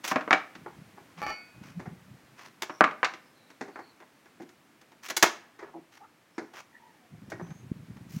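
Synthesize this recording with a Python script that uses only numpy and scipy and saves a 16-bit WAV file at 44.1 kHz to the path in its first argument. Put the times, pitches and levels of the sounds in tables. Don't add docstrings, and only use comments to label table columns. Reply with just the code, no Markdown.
import sys
import numpy as np
from scipy import signal
from scipy.fft import rfft, irfft
from scipy.io import wavfile
from scipy.ndimage import uniform_filter1d

SR = 44100
rng = np.random.default_rng(int(sys.argv[2]) if len(sys.argv) > 2 else 0)


def dump(signal):
    limited = np.clip(np.atleast_2d(signal).T, -1, 1)
    pcm = np.round(limited * 32767).astype(np.int16)
    wavfile.write(sys.argv[1], SR, pcm)


N = 361619
TIME_S = np.arange(N) / SR
KNOCK_FIZZ_DB = -20


def undb(db):
    return 10 ** (np.asarray(db) / 20)


def unit(x):
    return x / np.sqrt(np.mean(x ** 2) + 1e-20)


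def seconds(length_s):
    return np.arange(int(length_s * SR)) / SR


def fade(t, t60_s):
    return np.exp(-np.log(1000) * t / t60_s)


def envelope(t, attack_s, hold_s, release_t60_s):
    return np.clip(t / attack_s, 0, 1) * fade(np.maximum(t - hold_s, 0), release_t60_s)


def swell(t, taper):
    return signal.windows.tukey(len(t), min(taper, 1))


def add(out, start_s, x):
    i = max(int(start_s * SR), 0)
    out[i:i + len(x)] += x[:max(N - i, 0)]


def band(x, low_hz, high_hz):
    sos = signal.butter(3, [low_hz, min(high_hz, SR * .49)], "band", fs=SR, output="sos")
    return signal.sosfilt(sos, x)


def colour(x, points, size=2048):
    hz, gain_db = np.transpose(points)
    grid_hz = np.maximum(np.fft.rfftfreq(size, 1 / SR), 1)
    curve_db = np.interp(np.log(grid_hz), np.log(hz), gain_db)
    cepstrum = irfft(np.log(undb(curve_db)))
    cepstrum[1:size // 2] *= 2
    cepstrum[size // 2 + 1:] = 0
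    impulse = irfft(np.exp(rfft(cepstrum)))
    return signal.fftconvolve(x, impulse)[:len(x)]


def loudest(x, size=220):
    return 10 * np.log10(uniform_filter1d(x ** 2, size).max() + 1e-20)


def landings():
    # start_s, peak_db, thump_db and snap_db (both re peak)
    landing_rows = [(0.115, -12.5, -17.5, -30.5), (0.159, -12, -13, -24), (0.209, -29, -12, -19.5),
                    (0.277, -20.5, -13.5, -33), (0.308, -4, -25.5, -24), (0.329, -3, -25, -19),
                    (0.552, -40, -6.5, -9.5), (2.696, -25, -15, -27), (2.808, 5, -26.5, -40),
                    (2.84, -6.5, -28.5, -24), (2.874, -23, -16, -31), (2.91, -31, -23, -19),
                    (3.03, -5, -31.5, -32), (3.046, -19, -27, -6.5), (3.137, -38, -10.5, -5.5)]
    slap_delay_s, slap_db, slap_dull_db = 0.0065, -4.5, -6.5
    for start_s, peak_db, thump_db, snap_db in landing_rows:
        treble_db = snap_db + np.array([0, KNOCK_FIZZ_DB])
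        yield start_s, peak_db, thump_db, *treble_db
        yield start_s + slap_delay_s, peak_db + slap_db, thump_db, *(treble_db + slap_dull_db)


def fractures():
    # start_s, peak_db, fizz_db (re peak)
    crack_rows = [(0.041, -33.5, -13), (0.076, -35, -2.5), (2.621, -27.5, -10.5), (3.502, -50, -18.5),
                  (4.001, -46, -31), (4.02, -46.5, -39), (4.256, -50, -28.5), (4.42, -52, -16),
                  (4.489, -54, -12), (4.812, -53.5, -13.5), (4.918, -52.5, -21), (5.085, -39, -7.5),
                  (5.1, -29, -12), (5.166, -27.5, 1), (5.226, -8, -11.5), (5.26, -24.5, -18.5),
                  (6.535, -45, -21), (7.3, -51.5, -5.5), (7.466, -52, -28), (7.504, -46, -29),
                  (7.966, -50.5, -25)]
    thump_at_0db_db, thump_slope = -26, 0.31
    base_snap_db, snap_share = 1, 0.65
    recoil_delay_s, recoil_db, recoil_thump_db, recoil_dull_db = .0085, -3, -11, -7.5
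    for start_s, peak_db, fizz_db in crack_rows:
        treble_db = np.array([base_snap_db + snap_share * fizz_db, fizz_db])
        yield start_s, peak_db, thump_at_0db_db - thump_slope * peak_db, *treble_db
        yield start_s + recoil_delay_s, peak_db + recoil_db, recoil_thump_db, *(treble_db + recoil_dull_db)


def bar_knocks():
    # start_s, peak_db, thump_db and snap_db (both re peak)
    knock_rows = [(0.661, -25, -15.5, -43), (0.975, -35, -13.5, -44.5), (1.796, -32, -10, -24),
                  (1.857, -33, -12, -32), (3.61, -25.5, -8, -18.5), (3.68, -40, -2.5, -22),
                  (3.758, -24.5, -22.5, -34.5), (3.79, -29, -18, -33), (4.4, -40, 3.5, -22.5),
                  (5.591, -36, -13, -20.5), (5.627, -32, -9, -32.5), (6.381, -23.5, -5, -22),
                  (7.319, -24.5, -13, -25.5), (7.397, -27.5, -9.5, -39)]
    for start_s, peak_db, thump_db, snap_db in knock_rows:
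        yield start_s, peak_db, thump_db, snap_db, snap_db + KNOCK_FIZZ_DB


def board(force, resonances, detune=0.021, scatter_db=2.0):
    t = np.arange(len(force)) / SR
    hz, t60_s, gain_db = np.transpose(resonances)[:, :, None]
    pitch, weight = rng.standard_normal((2, len(resonances), 1))
    decay = fade(t, t60_s)
    ringing = np.cos(2 * np.pi * hz * (1 + detune * pitch) * t)
    modes = 2 * decay / decay.sum(axis=1, keepdims=True) * ringing
    response = (undb(gain_db + scatter_db * weight) * modes).sum(axis=0)
    return force + signal.fftconvolve(force, response)[:len(t)]


def blows(events, contact, modes, chatter_t60_s, chatter_db, settle_db, rise_s,
          rattle_t60_s, rattle_db, splinter, crest_db):
    # low_hz, high_hz
    level_bands = [(150, 450), (500, 2400), (2800, 7000), (8000, 15000)]
    out, t = np.zeros(N), seconds(.3)
    for start_s, peak_db, thump_db, *treble_db in events:
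        grains, noise = rng.standard_normal((2, len(t)))
        slowness = undb(-settle_db * np.tanh(peak_db / 30))
        onset = np.minimum(t / (rise_s * slowness), 1)
        chatter = grains ** 3 * fade(t, chatter_t60_s * slowness) * onset
        rattle = noise * np.abs(noise) ** splinter * fade(t, rattle_t60_s) * onset
        chatter = undb(chatter_db) * chatter / np.linalg.norm(chatter)
        rattle = undb(rattle_db) * rattle / np.linalg.norm(rattle)
        force = slowness * (chatter + rattle)
        force[0] += 1
        hit = colour(board(force, modes), contact)
        levels_db = peak_db + np.array([thump_db, -crest_db, *treble_db])
        correction = [(np.sqrt(low_hz * high_hz), level_db - loudest(band(hit, low_hz, high_hz)))
                      for (low_hz, high_hz), level_db in zip(level_bands, levels_db)]
        add(out, start_s, colour(hit, correction))
    return out


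def bar_clang(strike_db=-4, grit_db=-9, gain_db=0):
    # start_s, skid_s, level_db, treble_db
    fork_rows = [(1.218, 0.0084, -33, -5.5), (1.266, 0.036, -35, 1)]
    # pitch_hz, t60_s, level_db
    bar_modes = [(703, 0.77, -5.5), (842.5, 0.13, 11), (1165, 0.08, 6.5), (1324, 0.059, 4.5),
                 (1464, 0.99, -6), (1776, 0.063, 4), (2201, 0.28, 4), (2299, 0.46, 0.5), (2406, 0.15, 2),
                 (2506, 1.27, -5), (2961, 0.23, -6), (4484, .2, -4), (4570, 0.43, -1), (4850, 0.22, -7),
                 (5730, 0.07, -7.5)]
    clang_s, t = fork_rows[0][0], seconds(0.92)
    chatter = unit(rng.standard_normal(len(t)) ** 3)
    skids = []
    for start_s, skid_s, level_db, treble_db in fork_rows:
        shape = envelope(clang_s + t - start_s, attack_s=0.0086, hold_s=skid_s, release_t60_s=0.2)
        skid = chatter * undb(level_db) * shape
        skid[int((start_s - clang_s) * SR)] += undb(strike_db) * np.linalg.norm(skid)
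        skids.append((skid, undb(treble_db)))
    force = sum(skid for skid, treble in skids)
    ring = 0
    for pitch_hz, t60_s, level_db in bar_modes:
        treble_part = np.clip(np.log2(pitch_hz / 1200), 0, 1)
        push = sum(skid * treble ** treble_part for skid, treble in skids)
        mode = np.sin(2 * np.pi * pitch_hz * t) * fade(t, t60_s)
        ring = ring + undb(level_db) * unit(signal.fftconvolve(push, mode)[:len(t)])
    grit = colour(force, [(40, -3), (200, -3), (1400, 9.5), (3500, -8), (6000, -10), (7500, -17)])
    clang = unit(ring) + undb(grit_db) * unit(grit)
    out = np.zeros(N)
    add(out, clang_s, np.std(force) * undb(gain_db) * clang)
    return out


def scrapes(rough_db=4):
    # start_s, length_s, level_db, tilt_db_per_octave
    scrape_rows = [(0.032, 0.048, -36, 3), (0.067, 0.071, -36, 2.5), (1.167, 0.055, -48, -1.5),
                   (1.605, 0.14, -56, 1), (2.355, 0.15, -50.5, 0.5), (5.023, 0.065, -44.5, 4),
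                   (5.573, 0.158, -54, -5.5), (5.908, 0.091, -57, 2), (6.532, 0.099, -48, 1),
                   (8.074, 0.16, -55, 7.5)]
    surface = [(100, -20.0), (400, -4.5), (1000, 5.5), (2600, 0.0),
               (3700, -9.0), (6000, -7), (8500, -22), (16000, -25.5)]
    out = np.zeros(N)
    for start_s, length_s, level_db, tilt_db in scrape_rows:
        t = seconds(length_s)
        noise = rng.standard_normal(len(t))
        roughness = np.interp(t, np.linspace(0, length_s, 40), rng.standard_normal(40))
        slips = noise * undb(rough_db * roughness)
        tilted = [(hz, gain_db + tilt_db * np.log2(hz / 2000)) for hz, gain_db in surface]
        add(out, start_s, undb(level_db) * unit(colour(slips, tilted)) * swell(t, 0.64))
    return out


def groans(width=0.17, jitter=0.086):
    # start_s, length_s, slip_rate_hz, first_resonance_hz, last_resonance_hz, level_db
    groan_rows = [(5.727, 0.065, 133, 940, 630, -49.5), (5.734, 0.084, 170, 327, 283, -45.5),
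                  (5.995, 0.078, 410, 787, 1150, -54), (6.391, 0.081, 102, 379, 317, -50)]
    out = np.zeros(N)
    for start_s, length_s, rate_hz, first_hz, last_hz, level_db in groan_rows:
        t = seconds(length_s)
        wobble = np.interp(t, np.linspace(0, length_s, 20), rng.standard_normal(20))
        phase = 2 * np.pi * np.cumsum(rate_hz * (1 + jitter * wobble)) / SR
        centre_hz = np.linspace(first_hz, last_hz, len(t))
        sound = 0
        for k in range(1, 10):
            offset = (k * rate_hz / centre_hz - 1) / width
            sound = sound + np.sin(k * phase) / (1 + offset ** 2)
        add(out, start_s, undb(level_db) * unit(sound * swell(t, 0.74)))
    return out


def yard(x, near_t60_s=0.3, near_db=-10, far_t60_s=0.77, far_db=-25, onset_s=0.015):
    t = seconds(.8)
    near_colour = [(100, -1.0), (400, 0.5), (2000, 0.5), (6000, -1.0), (14000, -9.5)]
    far_colour = [(100, 8.5), (1500, -1.0), (3000, -1.0), (9000, -23.5)]
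    near_decay, far_decay = fade(t, near_t60_s), fade(t, far_t60_s)
    near = colour(rng.standard_normal(len(t)), near_colour) * near_decay / np.linalg.norm(near_decay)
    far = colour(rng.standard_normal(len(t)), far_colour) * far_decay / np.linalg.norm(far_decay)
    echo = undb(near_db) * near + undb(far_db) * far
    return x + signal.fftconvolve(x, echo * np.minimum(t / onset_s, 1))[:N]


def whistles(width=0.043, waver=0.018, patchy_db=3.8):
    # start_s, length_s, first_hz, last_hz, level_db (before the swell)
    whistle_rows = [(2.6, 0.27, 5700, 5400, -60), (3.132, 0.26, 5370, 5040, -74),
                    (3.271, 0.36, 4100, 3900, -71), (3.685, 0.3, 4650, 4100, -64),
                    (6.245, 0.33, 5150, 5950, -73), (6.713, 0.095, 1880, 1820, -55.5),
                    (6.741, 0.34, 1950, 1690, -70), (6.62, 0.46, 979, 828, -62.5),
                    (6.914, 0.343, 749, 675, -66), (7.2, 0.53, 5300, 6950, -67)]
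    out = np.zeros(N)
    for start_s, length_s, first_hz, last_hz, level_db in whistle_rows:
        t = seconds(length_s)
        blur = band(rng.standard_normal(len(t)), 1, width * first_hz)
        knots_s = np.linspace(0, length_s, 10)
        patches, wobble = (np.interp(t, knots_s, row) for row in rng.standard_normal((2, 10)))
        pitch_hz = np.linspace(first_hz, last_hz, len(t)) * (1 + waver * wobble)
        phase = 2 * np.pi * np.cumsum(pitch_hz) / SR
        tone = unit(blur * undb(patchy_db * patches) * np.sin(phase))
        add(out, start_s, undb(level_db) * tone * np.hanning(len(t)))
    return out


def wind(gust_db=0, flutter_db=6.5, buffet_hz=170):
    # start_s, hold_s, level_db
    gust_rows = [(0.554, 0.21, -53.5), (1.53, .38, -48.5), (7.092, 3, -46.5)]
    # centre_s, level_db, width_s
    buffet_rows = [(.822, -40, 0.0054), (1.19, -42, 0.02), (1.778, -31.5, 0.015), (1.879, -29, 0.0049),
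                   (7.44, -35, 0.028), (7.718, -16.5, 0.0024), (8.169, -21.5, 0.0052)]
    gust = sum(undb(level_db) * envelope(TIME_S - start_s, attack_s=0.023, hold_s=hold_s, release_t60_s=1.7)
               for start_s, hold_s, level_db in gust_rows)
    flutter = np.minimum(unit(band(rng.standard_normal(N), 4.16, 26.1)), 1.6)
    eddies = rng.standard_normal(N) * undb(flutter_db * flutter)
    rumble = colour(eddies, [(30, -31.5), (70, -5.0), (120, 4.5), (180, 4.5),
                             (280, -7.5), (450, -22.5), (3000, -65.0)])
    out = undb(gust_db) * gust * unit(rumble)
    for centre_s, level_db, width_s in buffet_rows:
        t = seconds(.1) - .1 / 2
        bump = np.sin(2 * np.pi * buffet_hz * t) / np.cosh(2 * t / width_s)
        add(out, centre_s + t[0], undb(level_db) * bump)
    return out


def background(over_treble_db=13):
    # freq_hz, density_db_per_hz (relative)
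    air_colour = [(18, -53), (30, -30), (111, -4.5), (284, 0.5), (400, -6.5), (2130, -10.5), (3490, -17.5),
                  (15500, -28.5)]
    # time_s, treble_level_db (the whole hush lies over_treble_db higher)
    air_drift = [(0.0, -70.5), (0.411, -70.5), (6.212, -76), (8.2, -72)]
    time_s, treble_level_db = np.transpose(air_drift)
    level_db = np.interp(TIME_S, time_s, treble_level_db) + over_treble_db
    return unit(colour(rng.standard_normal(N), air_colour)) * undb(level_db)


def scene():
    # freq_hz, gain_db
    clatter_colour = [(30, -50.5), (110, -19.5), (220, -3.5), (540, -2), (850, 0), (1400, 5.5), (2500, -1),
                      (3300, -8.5), (6500, -20.5), (9000, -38), (16000, -53.5)]
    blunt_colour = [(30, -49), (110, -23), (250, -5.5), (460, -3.5), (650, -4.5), (1500, -2), (2200, -4.5),
                    (3000, -23), (6500, -14.5), (9000, -22), (16000, -39.5)]
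    split_colour = [(40, -29), (140, -15.5), (330, -2), (800, -4), (1700, 2), (2900, 0), (6500, -3),
                    (8500, -17.5), (16000, -23)]
    # pitch_hz, t60_s, gain_db (re direct contact)
    loose_modes = [(304.2, 0.07, 2), (621, 0.2, 0.5), (757, 0.11, 3.5), (1160, 0.18, -2), (1674, 0.14, -1),
                   (2246, 0.09, 3)]
    nailed_modes = [(338, 0.033, 6), (394, 0.06, 1), (640, 0.083, -3.5), (826, 0.013, 3),
                    (1450, 0.06, -2.5), (1694, 0.07, 2.5), (1896, .045, -1), (2150, 0.11, 1),
                    (3500, 0.045, 1)]
    boards = blows(landings(), clatter_colour, loose_modes,
                   chatter_t60_s=0.025, chatter_db=5.5, settle_db=5.5, rise_s=0.00088,
                   rattle_t60_s=0.19, rattle_db=-3.0, splinter=0.95, crest_db=8.0)
    knocks = blows(bar_knocks(), blunt_colour, nailed_modes,
                   chatter_t60_s=0.043, chatter_db=2.5, settle_db=10, rise_s=0.00073,
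                   rattle_t60_s=0.32, rattle_db=-5, splinter=0.095, crest_db=11.0)
    cracks = blows(fractures(), split_colour, nailed_modes,
                   chatter_t60_s=0.022, chatter_db=7.0, settle_db=7.5, rise_s=0.0014,
                   rattle_t60_s=0.099, rattle_db=-0.5, splinter=1.0, crest_db=2.0)
    work = boards + knocks + cracks + bar_clang() + scrapes() + groans()
    return (yard(work) + whistles() + wind() + background())[None]


def record(dry, low_cut_hz=70, top_hz=16000):
    clipped = np.clip(dry, -.85, .85)
    low_cut = signal.butter(1, low_cut_hz, "high", fs=SR, output="sos")
    top_cut = signal.ellip(10, .2, 80, top_hz, fs=SR, output="sos")
    return signal.sosfilt(top_cut, signal.sosfilt(low_cut, clipped))


dry = scene()
out = record(dry)
dump(out)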